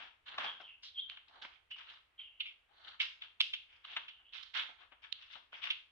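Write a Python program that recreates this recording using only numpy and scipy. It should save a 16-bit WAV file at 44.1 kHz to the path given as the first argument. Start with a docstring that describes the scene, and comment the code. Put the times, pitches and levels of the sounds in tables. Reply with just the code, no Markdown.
"""A rustling scuff opens over a very quiet hush; sharp smacks and ticks and thin squeaks near 3 kHz soon join it.
Macaques call and shift on fur, stone and dry leaves on a ledge, heard by a closely spaced microphone pair.
Scuffs are bursts of tiny slips; smacks and two squeak onsets are crackling impulses; all excite four resonances.
Squeaks and one clearer chirp are gliding sines roughened by random pitch and strength.
All but the hush feed a diffuse tail, made of fading noise, that lasts a third to half a second."""
import sys
import numpy as np
from scipy import signal
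from scipy.fft import rfft, irfft, next_fast_len
from scipy.io import wavfile

SR = 44100
rng = np.random.default_rng(int(sys.argv[2]) if len(sys.argv) > 2 else 0)


def dump(signal):
    """Clip the signal to [-1, 1] and save it as 16-bit WAV at the path in sys.argv[1]."""
    limited = np.clip(np.atleast_2d(signal).T, -1, 1)
    pcm = np.round(limited * 32767).astype(np.int16)
    wavfile.write(sys.argv[1], SR, pcm)


N = 260631

# Spectrum of the still air, in relative level: frequency_hz, density_db
AIR_SPECTRUM = [(15, -5.5), (30, -2.5), (60, 3), (95, -2.5), (160, -16.5), (300, -13.5), (1000, -8.5),
                (3000, -6.5), (5000, -26.5), (7000, -30.5), (10000, -31), (15000, -39.5)]
# Left-right correlation of the still air: frequency_hz, correlation (-1 to 1)
AIR_CORRELATION = [(60, 0.9), (250, 0.52), (1000, 0.12), (3000, 0.092)]
AIR_DB = -76.5  # rms

# Rubbing contacts: start_s, length_s, level_db (before mix), rasp_hz, weight_db, left_minus_right_db
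SCUFF_STROKES = [(-.045, 0.14, -47.5, 2960, 4.5, 2.5), (0.255, 0.077, -49.5, 3290, 2.5, 0),
                 (0.282, 0.15, -52.5, 3280, 8, 1.5), (0.373, 0.08, -41, 2930, 4.5, 0),
                 (.402, 0.11, -40, 3030, 9.5, 1), (0.594, 0.049, -55.5, 2950, 3, 3),
                 (.828, 0.087, -49, 3540, -23.5, 0), (1.08, .09, -55.5, 3190, 0.5, 7.5),
                 (1.269, 0.2, -60.5, 3520, 12, -.5), (1.412, 0.066, -47, 3180, 3, -1),
                 (1.508, 0.082, -61.5, 2830, -2, -8), (1.757, 0.095, -49.5, 2960, -1, 1.5),
                 (1.841, 0.16, -53.5, 3220, 1, 0), (2.438, 0.099, -59, 2850, -4.5, -5),
                 (2.681, 0.08, -74, 3300, 14, 6), (2.715, 0.22, -63.5, 3630, 8, -1.5),
                 (2.826, 0.14, -51.5, 3520, 3.5, 1.5), (2.997, .068, -31.5, 3150, -14, -1.5),
                 (3.207, 0.068, -50.5, 3100, 0.5, 4.5), (3.675, 0.16, -61.5, 2800, -1.5, 1.5),
                 (3.826, 0.24, -50, 3070, 1, 0.5), (4.166, 0.089, -73.5, 2900, 12.5, 4.5),
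                 (4.321, 0.099, -41.5, 3180, -8, -7.5), (4.397, 0.15, -57, 3550, -10, -10),
                 (4.534, 0.11, -33.5, 3130, -2, -4), (4.665, .065, -60.5, 3240, 13, -5.5),
                 (4.78, 0.089, -57.5, 3100, 7.5, 5.5), (5.017, 0.071, -51.5, 2920, -2, 5),
                 (5.145, 0.2, -56, 3120, -4.5, 2), (5.295, 0.098, -47.5, 3160, -6, 4.5),
                 (5.518, .105, -47.5, 2820, 0.5, 3), (5.614, 0.099, -38.5, 2970, -1.5, 9.5)]
# Impulsive contacts, and the sharp onsets of two squeaks near 2.2 and 2.4 s:
# snap_s, level_db (before mix), ring_hz, weight_db, sharpness_db (extra hiss),
# crackle_decay_s, left_minus_right_db, left_lag_samples
SNAPS = [(.3829, -37, 3150, 18, 10.5, 0.0045, 1.5, -5.5), (.603, -54.5, 3150, 22.5, -2.5, 0.016, 7, 2.5),
         (.834, -49.5, 3270, -6, 18, 0.036, 2, 4), (1.099, -45, 3270, -5.5, 1.5, 0.0012, -7.5, -2.5),
         (1.173, -50, 2930, 5, -7, 0.0032, -0.5, 5.5), (1.284, -61, 3320, -4, 11.5, 0.0047, 10, 2.5),
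         (1.422, -46.5, 3450, 8.5, 11.5, .012, -7, 0.5), (1.45, -49.5, 2660, 16.5, -9, .0033, -3.5, 3),
         (1.711, -45.5, 2930, -2.5, 1, 0.015, -6, 6.5), (2.197, -54.5, 2810, -6, -12.5, 0.042, -4, -3),
         (2.406, -33.5, 2990, -18.5, -10, 0.008, -7.5, 5), (2.459, -43, 2840, -20, -12, 0.029, -2, 4.5),
         (3.002, -28.5, 2710, -7, 0.5, 0.007, -6.5, 5), (3.221, -42, 3040, -7.5, -9, .0029, 2, 7),
         (3.4064, -23, 3130, -12.5, 0, 0.0018, -5.5, 5.5), (3.4132, -27, 3120, -21.5, 7, 0.00087, 1.5, 4.5),
         (3.537, -32, 3050, -13, -2, 0.01, -3, 6), (3.851, -47.5, 3380, 5, -9, 0.0011, -4, -4),
         (3.967, -33.5, 3000, 8.5, 0, 0.0077, 3, -5), (4.084, -45, 3030, -2.5, 0, 0.012, -4.5, 6.5),
         (4.43, -47.5, 3460, -1.5, 13, 0.0066, -11, 9.5), (4.549, -42, 3200, -12, 3.5, 0.061, -10, 7.5),
         (4.921, -58, 2820, 17, -17, 0.011, 6, 4), (5.127, -38, 3450, -13.5, -5, 0.0006, -15, 4),
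         (5.355, -51.5, 3220, 18, 2, 0.0098, 24, 1), (5.53, -55, 2850, 17, 3, 0.00077, 2, -5.5),
         (5.64, -36, 3020, -7.5, -19, 0.0028, -1, -5.5), (5.673, -41.5, 2960, 2.5, 4, 0.001, -2, 4),
         (5.705, -28, 3020, -13.5, -2.5, .008, -4, 7)]
# Hoarse calls: start_s, rise_s, length_s, pitch_hz (mid-call), glide_hz_per_s, peak_db
SQUEAK_GLIDES = [(0.446, 0.024, .11, 3190, -1400, -42.5), (0.61, 0.034, 0.13, 3058, -1800, -53),
                 (0.667, 0.017, .09, 2760, -2400, -51), (1.095, .003, .009, 3126, -9000, -39),
                 (1.706, 0.0069, .055, 2914, -3500, -42.5), (2.175, 0.025, .11, 3030, -3300, -47),
                 (2.264, 0.063, 0.2, 2937, 2403.5, -63), (2.398, .01, .02, 2933, -6000, -35.5),
                 (4.084, 0.0067, .14, 3017, -2000, -57.5), (4.238, 0.028, 0.1, 3055, 3996, -62)]
# Path of the one clear chirp, which dips, swells and flicks upward: time_s, pitch_hz, level_db
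CHIRP_PATH = [(.944, 3420, -57), (0.969, 3200, -47), (0.981, 3154, -41.5), (.998, 3342, -34.5),
              (1.004, 3575, -46.5), (1.014, 3750, -53.5), (1.03, 3340, -57)]

# Resonance mix at ordinary weight, relative to the sound's level: thud_db, body_db, ring_db, hiss_db
SCUFF_MIX = (-23.5, -10, -0.5, -16.5)
SMACK_MIX = (-34, -15.5, -1, -21.5)
# Gain per dB of weight, so that heavy sounds are duller and deeper: thud, body, ring, hiss [dB per dB]
TILT_PER_DB = (1.29, 0.58, 0.0021, -0.21)

# Decay time of the diffuse tail: frequency_hz, t60_s
TAIL_DECAY = [(300, 0.43), (1000, 0.38), (2000, 0.38), (3000, 0.33), (4500, 0.35), (8000, 0.47)]
# Colour of all but the still air at the microphones: frequency_hz, gain_db
MICROPHONE_COLOUR = [(110, 8.5), (260, -2.5), (450, 2.5), (560, 6), (620, -7.5), (860, 9), (1200, 2),
                     (1750, 2.5), (1950, 0), (2130, 6), (2400, -1), (3250, -1), (4000, -3.5), (5200, -5.5),
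                     (8000, -7.5), (10000, -13.5)]

# Resonances of scuffs and snaps: band edges in Hz
THUD_HZ, DEEP_HZ, HISS_HZ, CRACK_HZ = (621, 880), (251, 530), (4523, 5510), (7000, 10900)
DEEP_DB = -8.5  # the deep part under a thud
BODY_HZ, BODY_SAG_HZ_PER_DB = 1523, 15.5  # the body's pitch sags with weight
BODY_SPREAD, RING_SPREAD = 1.298, 1.217  # upper band edge over centre

# A scuff is strongest this far through its stroke; heavy ones peak later
PEAK_SHARE, PEAK_SHARE_PER_DB = .39, .005
# Crackle builds before a snap, more slowly when it also lasts longer
BUILD_S, BUILD_SHARE, BRIEF_S = 0.0014, 0.093, .0025
# Louder snaps are nearer and so drier
SMACK_TAIL_DB, DRIER_PER_DB, TAIL_AT_DB = -5, 0.156, -41.5

SQUEAK_ROUGHNESS, CHIRP_ROUGHNESS = 0.59, 0.31  # 0-1
RASP_STRENGTH, RASP_HALF_WIDTH_HZ = .9, 220  # at full roughness, against the tone
TREBLE_HZ, CUTOFF_HZ = 10300, 15800


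def from_db(db):
    """Amplitude gain is ten to the power of level over twenty."""
    return 10 ** (np.asarray(db) / 20)


def rms_one(x):
    """Normalization: division by the root mean square gives unit rms."""
    return x / np.sqrt(np.mean(x ** 2) + 1e-20)


def at_hz(points, hz):
    """Logarithmic frequency: a table is interpolated along equal frequency ratios."""
    table_hz, value = np.transpose(points)
    return np.interp(np.log(np.maximum(hz, 1)), np.log(table_hz), value)


def band(x, edges, order):
    """Resonance: a causal band-pass favours the force near its own frequency."""
    edges = np.sort(np.clip(edges, 20, .45 * SR))
    return signal.sosfilt(signal.butter(order, edges, "band", fs=SR, output="sos"), x)


def drift(size, rate):
    """Random modulation: normal values, drawn rate times a second, are joined by straight lines."""
    steps = np.arange(size) * rate / SR
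    return np.interp(steps, np.arange(2048), rng.standard_normal(2048))


def add(out, s, sound):
    """Superposition: a sound sums into the field from time s on."""
    at = round(s * SR)
    sound, at = sound[:, max(-at, 0):], max(at, 0)
    out[:, at:at + sound.shape[1]] += sound[:, :N - at]


def panned(x, pan_db):
    """Level difference: a sound leans to one side at constant power."""
    sides_db = np.array([[pan_db], [-pan_db]]) / 2
    return x * rms_one(from_db(sides_db))


def pair(x, lag):
    """Arrival difference: linear phase delays the left microphone by lag samples against the right."""
    turn = np.exp(-1j * np.pi * np.arange(len(x) // 2 + 1) * lag / len(x))
    return irfft(rfft(x) * np.array([turn, 1 / turn]), len(x))


def swell(t, start, peak, end, rise_db, fall_db, edge_s=0.0022):
    """Exponential envelope: level rises to a peak and sinks linearly in dB, with soft ends."""
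    edges = np.clip(np.minimum(t - start, end - t) / edge_s, 0, 1)
    return edges * from_db(np.interp(t, [start, peak, end], [-rise_db, 0, -fall_db]))


def still_air():
    """Partial coherence: shared and opposed noise make a faint even hush, more alike in the bass."""
    size = next_fast_len(N, real=True)
    hz = np.arange(size // 2 + 1) * SR / size
    mid, side = rfft(rng.standard_normal((2, size))) * from_db(at_hz(AIR_SPECTRUM, hz))
    alike = np.clip(at_hz(AIR_CORRELATION, hz), -1, 1)
    spectrum = np.sqrt(1 + alike) * mid + np.sqrt(1 - alike) * side * [[1], [-1]]
    return from_db(AIR_DB) * rms_one(irfft(spectrum, size)[:, :N])


def voices(force, body_hz, ring_hz):
    """Forced vibration: a force excites four broad resonances, thud, body, ring and hiss."""
    thud = band(force, THUD_HZ, order=2) + from_db(DEEP_DB) * band(force, DEEP_HZ, order=2)
    body = band(force, (body_hz / BODY_SPREAD, body_hz * BODY_SPREAD), order=2)
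    ring = band(force, (ring_hz / RING_SPREAD, ring_hz * RING_SPREAD), order=3)
    return [thud, body, ring, band(force, HISS_HZ, order=2)]


def weighted_voices(force, mix_db, weight_db, ring_hz):
    """Spectral tilt: weight favours body and thud over hiss; returns (dB, sound) for each resonance."""
    body_hz = BODY_HZ - BODY_SAG_HZ_PER_DB * weight_db
    levels_db = np.add(mix_db, np.multiply(TILT_PER_DB, weight_db))
    return list(zip(levels_db, voices(force, body_hz, ring_hz)))


def scuffs(rise_db=12, fall_db=15, grain_db=3.5, patchy_db=3.0, grains_per_s=4000, grip_share=0.21):
    """Friction: rubbing sheds thousands of tiny uneven slips a second, scattered to both microphones."""
    out = np.zeros((2, N))
    sizes = from_db(grain_db * np.minimum(rng.exponential(1, (2, N)), 4))
    sizes = sizes * rng.choice([-1, 1], (2, N))
    slips = sizes * (rng.random((2, N)) < grains_per_s / SR)
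    for start, length, level_db, rasp_hz, weight_db, pan_db in SCUFF_STROKES:
        t = np.arange(0, length, 1 / SR)
        peak = length * np.clip(PEAK_SHARE + PEAK_SHARE_PER_DB * weight_db, .1, .9)
        force = np.take(slips, np.arange(len(t)) + rng.integers(N), axis=1, mode="wrap")
        rub = 0
        for db, x in weighted_voices(force, SCUFF_MIX, weight_db, rasp_hz):
            # each resonance waxes and wanes by itself
            patchy_level_db = level_db + db + patchy_db * drift(len(t), 98.3)
            rub = rub + from_db(patchy_level_db) * rms_one(x)
        # a slow stroke also takes hold slowly
        stroke = swell(t, 0, peak, length, rise_db, fall_db, edge_s=grip_share * peak)
        add(out, start, panned(rub * stroke, pan_db))
    return out


def diffuse_tail(x, build_s=0.0044, bend=1.057, size=32768):
    """Diffuse decay: fading noise, different at each microphone, sinks in level slightly faster as it goes."""
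    t, hz = np.arange(size) / SR, np.arange(size // 2 + 1) * SR / size
    white, response = rfft(rng.standard_normal((2, size))), 0
    edges = np.concatenate([[0], np.geomspace(400, 9000, 9), [SR]])
    for low, high in zip(edges, edges[1:]):
        t60 = at_hz(TAIL_DECAY, (low + high) / 2)
        fade = from_db(-60 * (t / t60) ** bend) * (1 - np.exp(-t / build_s))
        noise = irfft(white * (hz >= low) * (hz < high))
        response = response + noise * fade / np.linalg.norm(fade)
    return signal.fftconvolve(x, response, axes=1)[:, :N]


def smacks(crackle=0.75, scatter=0.086, echo=0.16, echo_s=0.0013, crack_db=-14, hard_db=-38,
           size=3584, lead_count=512):
    """Impulse response: for smacks, ticks and two squeak onsets, crackle builds to an impulse and dies away.

    Returns the direct sound and the tail's feed."""
    direct, spread = np.zeros((2, N)), np.zeros((2, N))
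    t = (np.arange(size) - lead_count) / SR
    for s, level_db, ring_hz, weight_db, sharp_db, decay, pan_db, lag in SNAPS:
        time_constant = np.maximum(np.where(t < 0, BUILD_S + BUILD_SHARE * decay, decay), .0003)
        noise = rng.standard_normal((3, size)) * np.exp(-np.abs(t) / time_constant)
        loose = crackle * min(decay / BRIEF_S, 1)  # the briefest snaps are nearly one clean impulse
        off_ledge = echo * (np.abs(t - echo_s * rng.uniform(.7, 1.3)) < .5 / SR)
        near = pair((t == 0) + off_ledge + loose * noise[0], lag) + scatter * noise[1:]
        # rows: left, right, and the plain snap that goes out in all directions
        force = np.vstack([near, t == 0])
        mix_db = level_db + np.add(SMACK_MIX, [0, 0, 0, sharp_db])
        parts = weighted_voices(force, mix_db, weight_db, ring_hz)
        # the top octave weakens further in snaps whose hiss is below hard_db
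        hiss_db = parts[-1][0]
        top_db = hiss_db + crack_db + .5 * min(hiss_db - hard_db, 0)
        parts.append((top_db, band(force, CRACK_HZ, order=2)))
        snap = 0
        for db, x in parts:
            # levels hold for the first hundredth of a second
            loudness = np.std(x[:, lead_count:lead_count + SR // 100], axis=1, keepdims=True)
            snap = snap + from_db(db) * x / loudness
        tail_db = SMACK_TAIL_DB - DRIER_PER_DB * (level_db - TAIL_AT_DB)
        add(direct, s + t[0], panned(snap[:2], pan_db))
        add(spread, s + t[0], snap[2:] * from_db(tail_db))
    return direct, spread


def whistle(hz, rough, jitter=.07, shimmer_db=5, overtone_db=-44, lag=-1.9):
    """Modulation sidebands: shaken pitch and strength widen a nearly pure tone to a narrow rasp."""
    size = len(hz)
    phase = 2 * np.pi * np.cumsum(hz * (1 + jitter * rough * drift(size, 700))) / SR
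    slow = signal.butter(2, RASP_HALF_WIDTH_HZ, fs=SR, output="sos")
    flutter = rms_one(signal.sosfilt(slow, rng.standard_normal((2, size))))
    hoarse = RASP_STRENGTH * rough * (flutter[0] * np.sin(phase) + flutter[1] * np.cos(phase))
    tone = np.sin(phase) + hoarse + from_db(overtone_db) * np.sin(2 * phase)
    shimmer = from_db(shimmer_db * rough * drift(size, 250))
    return pair(rms_one(tone * shimmer), lag)


def squeaks(depth_db=15):
    """Linear frequency glide: each hoarse squeak slides straight in pitch as it swells and fades."""
    out = np.zeros((2, N))
    for start, rise, length, hz, glide, level_db in SQUEAK_GLIDES:
        t = np.arange(0, length, 1 / SR)
        strength = from_db(level_db) * swell(t, 0, rise, length, depth_db, depth_db)
        add(out, start, strength * whistle(hz + glide * (t - length / 2), SQUEAK_ROUGHNESS))
    return out


def chirp():
    """Frequency modulation: one clearer whistle dips, swells and flicks upward along a pitch path."""
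    out = np.zeros((2, N))
    s, hz, db = np.transpose(CHIRP_PATH)
    t = np.arange(s[0], s[-1], 1 / SR)
    soft_ends = swell(t, s[0], s.mean(), s[-1], 0, 0)
    strength = from_db(np.interp(t, s, db)) * soft_ends
    add(out, s[0], strength * whistle(np.interp(t, s, hz), CHIRP_ROUGHNESS))
    return out


def close_pair(x, alike_hz=450):
    """Wavelength against spacing: long waves reach both microphones alike."""
    mid, side = (x[0] + x[1]) / 2, (x[0] - x[1]) / 2
    side = signal.sosfilt(signal.butter(1, alike_hz, "high", fs=SR, output="sos"), side)
    return np.array([mid + side, mid - side])


def coloured(x, size=511):
    """Minimum phase: the microphones' peaks and dips act as a causal filter."""
    hz = np.linspace(0, SR / 2, size)
    # squared, because the minimum-phase step takes the root of the magnitude
    squared_gain = from_db(at_hz(MICROPHONE_COLOUR, hz)) ** 2
    taps = signal.minimum_phase(signal.firwin2(size, hz, squared_gain, fs=SR))
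    return signal.fftconvolve(x, taps[None], axes=1)[:, :N]


def scene(squeak_tail_db=-3.0, scuff_tail_db=-5):
    """Superposition in one space: scuffs, smacks and calls sum with their shared tail over the hush."""
    rustle = scuffs()
    snaps, snap_spread = smacks()
    calls = squeaks() + chirp()
    tail = diffuse_tail(from_db(squeak_tail_db) * calls + from_db(scuff_tail_db) * rustle + snap_spread)
    heard = coloured(close_pair(calls + rustle + snaps + tail))
    dull = signal.butter(8, TREBLE_HZ, fs=SR, output="sos")
    return signal.sosfilt(dull, heard) + still_air()


def record(dry):
    """Band limiting: a steep low-pass removes the top."""
    return signal.sosfilt(signal.ellip(10, .1, 80, CUTOFF_HZ, fs=SR, output="sos"), dry)


dry = scene()
out = record(dry)
dump(out)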